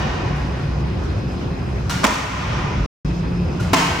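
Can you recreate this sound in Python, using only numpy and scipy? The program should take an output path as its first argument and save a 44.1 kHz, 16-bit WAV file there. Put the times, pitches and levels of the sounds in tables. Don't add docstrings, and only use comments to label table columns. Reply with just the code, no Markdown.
import sys
import numpy as np
from scipy import signal
from scipy.io import wavfile
from scipy.ndimage import uniform_filter1d, minimum_filter1d

SR = 44100
rng = np.random.default_rng(int(sys.argv[2]) if len(sys.argv) > 2 else 0)


def waveform_to_disk(signal):
    frames = np.transpose(np.atleast_2d(signal))
    scaled = np.clip(frames, -1, 1) * 32767
    samples = np.round(scaled).astype(np.int16)
    wavfile.write(sys.argv[1], SR, samples)


N = 176400
GAP_START_S, GAP_END_S = 2.861, 3.048


# (time [s], level [dB], brightness [dB per octave], boom [dB], clatter [dB], echo [dB])
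BANGS = [(-.42, 4, -0.3, -12.5, -19, 1), (2.039, 3.5, -1, -14, -14.5, 1),
         (3.7307, -.5, 0.7, -2.5, -14, 5.5)]
# (time [s],
# level [dB], brightness [dB per octave], ringing [dB], echo [dB], rise time [s])
CLACKS = [(0.356, -44.5, 2, -8, 7, 0.0055), (1.031, -39.5, -1.5, -12, 2, 0.0073),
          (1.8945, -22, 1, 1, 4, 0.0021), (1.909, -26, 1, 7, 4, .002), (2.032, -18.5, -3.5, -10, 3, 0.0016),
          (3.594, -31, 1.5, 18, -1, 0.011), (3.621, -30.5, -1, 0, 7, .008)]
def barrier():
    echoes, out = (hall(), hall()), np.zeros((2, N))
    crossfeed = 0.3
    hits = [(s, from_db(db) * bang(tilt, boom, rattle), echo_db)
            for s, db, tilt, boom, rattle, echo_db in BANGS]
    hits += [(s, from_db(db) * clack(tilt, ring, attack_s), echo_db)
             for s, db, tilt, ring, echo_db, attack_s in CLACKS]
    for s, direct, echo_db in hits:
        reflected = sum(signal.oaconvolve(way[None], echo, axes=1) for way, echo in zip(direct, echoes))
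        sound = from_db(echo_db) * reflected / np.sqrt(2)
        sound[:, :direct.shape[1]] += (direct + crossfeed * direct[::-1]) / np.hypot(1, crossfeed)
        start = int(s * SR)
        end = int(GAP_END_S * SR) if s < GAP_START_S else N
        out[:, max(start, 0):end] += sound[:, max(-start, 0):end - start]
    return out


# (pitch [Hz], level [dB])
BANG_COLOUR = [(60, -27.5), (200, -1), (450, 2.5), (650, 3), (1000, 7.5), (1800, -1), (3300, -6),
               (5000, -12.5), (7200, -12), (8300, -24), (11000, -24.5), (15000, -34)]
# (pitch [Hz], level [dB], fade time [s])
ARM_NOTES = [(680, -10, 0.04), (990, -21.5, 0.32), (1044, -10, 0.036), (1166, -12, 0.025),
             (1515, -21.5, 0.051), (2160, -30.5, 0.04), (2512, -33, 0.4), (2600, -25, 0.11),
             (2940, -33, .12), (3740, -31, 0.025), (3930, -39.5, 0.18), (4620, -32.5, .12)]
# (pitch [Hz], level [dB])
HOUSING_COLOUR = [(60, -15), (250, -11), (550, -12.5), (1200, -7), (4000, -30)]
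# (pitch [Hz], level [dB], fade time [s])
HOUSING_NOTES = [(265, -1, 0.092), (416, -1, 0.026)]
def bang(tilt_db, boom_db, clatter_db):
    strike = blow(BANG_COLOUR, ARM_NOTES, fade_s=0.071, tilt_db=tilt_db)
    count = strike.shape[1]
    bounce = blow(BANG_COLOUR, ARM_NOTES, fade_s=0.071, tilt_db=tilt_db - 1.5)
    bounce = from_db(-5) * np.pad(bounce, [(0, 0), (int(.008 * SR), 0)])[:, :count]
    boom = blow(HOUSING_COLOUR, HOUSING_NOTES, fade_s=0.043)
    return strike + bounce + from_db(boom_db) * boom + from_db(clatter_db) * clatter(count)


# (pitch [Hz], level [dB])
CLATTER_COLOUR = [(300, -7.5), (700, 4), (1100, 3), (2700, 5), (3700, -2), (5200, 0), (7300, -1.5),
                  (8500, -9.5), (12000, -16.5), (15000, -20.5)]
def clatter(count, touches_per_s=320):
    t = np.arange(count) / SR
    touches = (rng.random(count) < touches_per_s / SR) * rng.uniform(.5, 1, count)
    ticks = rms_one(signal.fftconvolve(touches, dying(t, fade_s=0.03))[:count])
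    bands = noise_bands(count, likeness=[(1, 0.0034)])
    noise = rms_one(sum(band * from_db(at_hz(CLATTER_COLOUR, hz)) for hz, band in bands))
    return noise * ticks * dying(t, fade_s=0.33)


# (pitch [Hz], level [dB])
CLACK_COLOUR = [(200, -16.5), (700, 16), (1400, 13), (3000, 8), (6500, 4.5), (8500, -3), (15000, -15)]
# (pitch [Hz], level [dB], fade time [s])
JOINT_NOTES = [(1005, -14, .07), (1422, -1.5, 0.055), (1533, -14, .05), (2870, -17.5, 0.075),
               (4035, -19.5, .05), (5080, -17.5, .04), (5800, -6, 0.014)]
def clack(tilt_db, ring_db, attack_s):
    return blow(CLACK_COLOUR, JOINT_NOTES, fade_s=0.29, tilt_db=tilt_db,
                ring_db=ring_db, attack_s=attack_s)


def blow(colour, notes, fade_s, tilt_db=0, ring_db=0, attack_s=0.0041):
    t = np.arange(SR // 4) / SR
    crack, power = 0, 0
    for hz, noise in noise_bands(len(t), likeness=[(1, 0.0095)]):
        khz = hz / 1000
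        band = noise * from_db(at_hz(colour, hz) + tilt_db * np.log2(khz))
        power += np.mean(band ** 2)
        crack += band * swell(t, hz, attack_s) * dying(t, fade_s / khz ** 0.16)
    ringing = 0
    for hz, db, ring_s in notes:
        note = from_db(db) * rng.choice([-1, 1]) * np.sin(2 * np.pi * hz * t)
        ringing += note * swell(t, hz, attack_s) * dying(t, ring_s)
    return crack / np.sqrt(power) + from_db(ring_db) * ringing


def swell(t, hz, attack_s):
    khz = max(hz, 700) / 1000
    return 1 - np.exp(-(t * khz ** 0.16 / attack_s) ** 2)


# (pitch [Hz], fade time [s])
HALL_FADE = [(100, 5.3), (400, 3.2), (1000, 3.4), (2500, 3.08), (5500, 2.5), (7200, 1.4), (9000, 1.4),
             (15000, 1.2)]
# (pitch [Hz], level [dB])
HALL_COLOUR = [(100, 0.5), (155, 2.5), (250, -5), (400, 0.5), (650, 0), (1000, 0), (2500, 2.5),
               (4000, -0.5), (6000, 0), (12000, -3.5)]
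# (pitch [Hz], likeness [0 to 1])
HALL_LIKENESS = [(100, 1), (260, 1), (600, 0.26), (3000, 0.24), (12000, 0.58)]
def hall():
    t = np.arange(N) / SR
    early = from_db(-41.5) * dying(t, fade_s=0.6)
    echo = 0
    for hz, noise in noise_bands(N, HALL_LIKENESS, size=20):
        tail = from_db(-43) * dying(t, at_hz(HALL_FADE, hz))
        echo += noise * from_db(at_hz(HALL_COLOUR, hz)) * (early + tail)
    return echo * (1 - np.exp(-t / 0.015))


# (pitch [Hz], level [dB])
VENT_COLOUR = [(22, -20.5), (36, -27.5), (58, 0), (90, -3), (140, -2), (230, -12), (350, -12.5),
               (520, -19.5), (1000, -23.5), (2000, -32), (4000, -39), (5800, -44), (8500, -60.5),
               (15000, -66)]
# (pitch [Hz], likeness [0 to 1])
VENT_LIKENESS = [(40, 1), (130, 0.99), (260, 0.72), (500, 0.3), (1500, 0.083), (12000, 0.11)]
# (time [s], level change [dB])
DEEP_SWELL = [(0, -1.5), (2.0, 0), (2.35, -2.5), (2.55, 2.5), (2.8, 4), (3.05, 1), (4, 0)]
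# (pitch [Hz], width [Hz], level before the silence [dB], level after it [dB])
FAN_TONES = [(63.3, 6.8, -31, -34), (146.9, 16, -31.5, -30.5), (175.6, 3.6, -46, -26.5),
             (354, 7.7, -43, -40)]
def ventilation(air_db=-22.5, flutter_db=2, deep_below_hz=95):
    t = np.arange(N) / SR
    deep_db = np.interp(t, *np.transpose(DEEP_SWELL))
    air = 0
    for hz, noise in noise_bands(N, VENT_LIKENESS, size=20):
        change_db = flutter_db * drift(rate_hz=9.6) + deep_db * (hz < deep_below_hz)
        air += noise * from_db(at_hz(VENT_COLOUR, hz) + change_db)
    hum = sum(wavering_tone(hz, width_hz) * from_db(np.where(t < GAP_END_S, before_db, after_db))
              for hz, width_hz, before_db, after_db in FAN_TONES)
    return from_db(air_db) * rms_one(air) + hum


# (time [s], pitch [Hz], peak level [dB])
BUMPS = [(.86, 129.2, -21), (1.263, 135.6, -16.5)]
def bumps(width_s=0.014):
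    t = np.arange(N) / SR
    return sum(from_db(db) * np.exp(-((t - s) / width_s) ** 2)
               * np.sin(2 * np.pi * (hz * t + rng.random())) for s, hz, db in BUMPS)


# (time [s], lower tone [dB], upper tone [dB])
WHINE_LEVELS = [(0, -53, -54), (.9, -52.5, -54.5), (1.2, -50, -55), (1.31, -50, -50), (1.42, -58, -54.5),
                (1.52, -51, -57), (1.66, -49, -55), (1.85, -52.5, -59.5), (3.08, -49.5, -52),
                (3.22, -50, -54), (3.42, -45.5, -51.5), (3.55, -49, -52.5)]
# (pitch [Hz], width [Hz])
WHINE_TONES = [(2540, 270), (5046, 350)]
def motor():
    t = np.arange(N) / SR
    times, *levels = np.transpose(WHINE_LEVELS)
    return sum(from_db(np.interp(t, times, db)) * wavering_tone(hz, width_hz)
               for db, (hz, width_hz) in zip(levels, WHINE_TONES))


def wavering_tone(hz, width_hz):
    phase = 2 * np.pi * hz * np.arange(N) / SR
    return rms_one(drift(width_hz / 2) * np.cos(phase) + drift(width_hz / 2) * np.sin(phase))


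def drift(rate_hz):
    pole = np.exp(-2 * np.pi * rate_hz / SR)
    return rms_one(signal.lfilter([1], [1, -2 * pole, pole * pole], rng.standard_normal(N + SR))[SR:])


def noise_bands(count, likeness, size=40):
    edges = 17.5 * 2 ** np.linspace(0, 10, size + 1)
    white = rng.standard_normal((2, 2, count + SR // 10))
    for k, (low, high) in enumerate(zip(edges, edges[1:])):
        bandpass = signal.butter(2, [low, high], "band", fs=SR, output="sos")
        mid, side = signal.sosfilt(bandpass, white[k % 2])[:, -count:]
        hz = np.sqrt(low * high)
        alike = at_hz(likeness, hz)
        yield hz, np.sqrt((1 + alike) / 2) * mid + np.sqrt((1 - alike) / 2) * side * [[1], [-1]]


def dying(t, fade_s):
    return np.exp(-np.log(1000) * t / fade_s)


def at_hz(table, hz):
    pitches, values = np.transpose(table)
    return np.interp(np.log(hz), np.log(pitches), values)


def from_db(db):
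    return 10 ** (np.asarray(db) / 20)


def rms_one(x):
    return x / np.sqrt(np.mean(x ** 2) + 1e-20)


def scene():
    return barrier() + ventilation() + motor() + bumps()


def limiter(x, limit_db=-9.5, window_s=0.0091, attack_s=0.00078, hold_s=0.25, release_db_per_s=26.5):
    power = uniform_filter1d(np.mean(x ** 2, axis=0), int(window_s * SR))
    level_db = 10 * np.log10(np.abs(power) + 1e-12)
    needed_db = np.minimum(limit_db - level_db, 0)
    half_hold = int(hold_s * SR / 2)
    held_db = -minimum_filter1d(needed_db, 2 * half_hold + 1, origin=half_hold, mode="nearest")
    recovery_db = release_db_per_s * np.arange(N) / SR
    cut_db = np.maximum.accumulate(held_db + recovery_db) - recovery_db
    pole = np.exp(-1 / (attack_s * SR))
    return x * from_db(-signal.lfilter([1 - pole], [1, -pole], cut_db))


def record(dry, cutoff_hz=15900):
    t = np.arange(N) / SR
    sound_on = uniform_filter1d(1. 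* ((t < GAP_START_S) | (t > GAP_END_S)), size=128)
    limited = limiter(dry)
    rounded = limited / (1 + limited ** 6) ** (1 / 6)
    lowpass = signal.ellip(10, .1, 80, cutoff_hz, fs=SR, output="sos")
    return signal.sosfilt(lowpass, rounded * sound_on)


dry = scene()
out = record(dry)
waveform_to_disk(out)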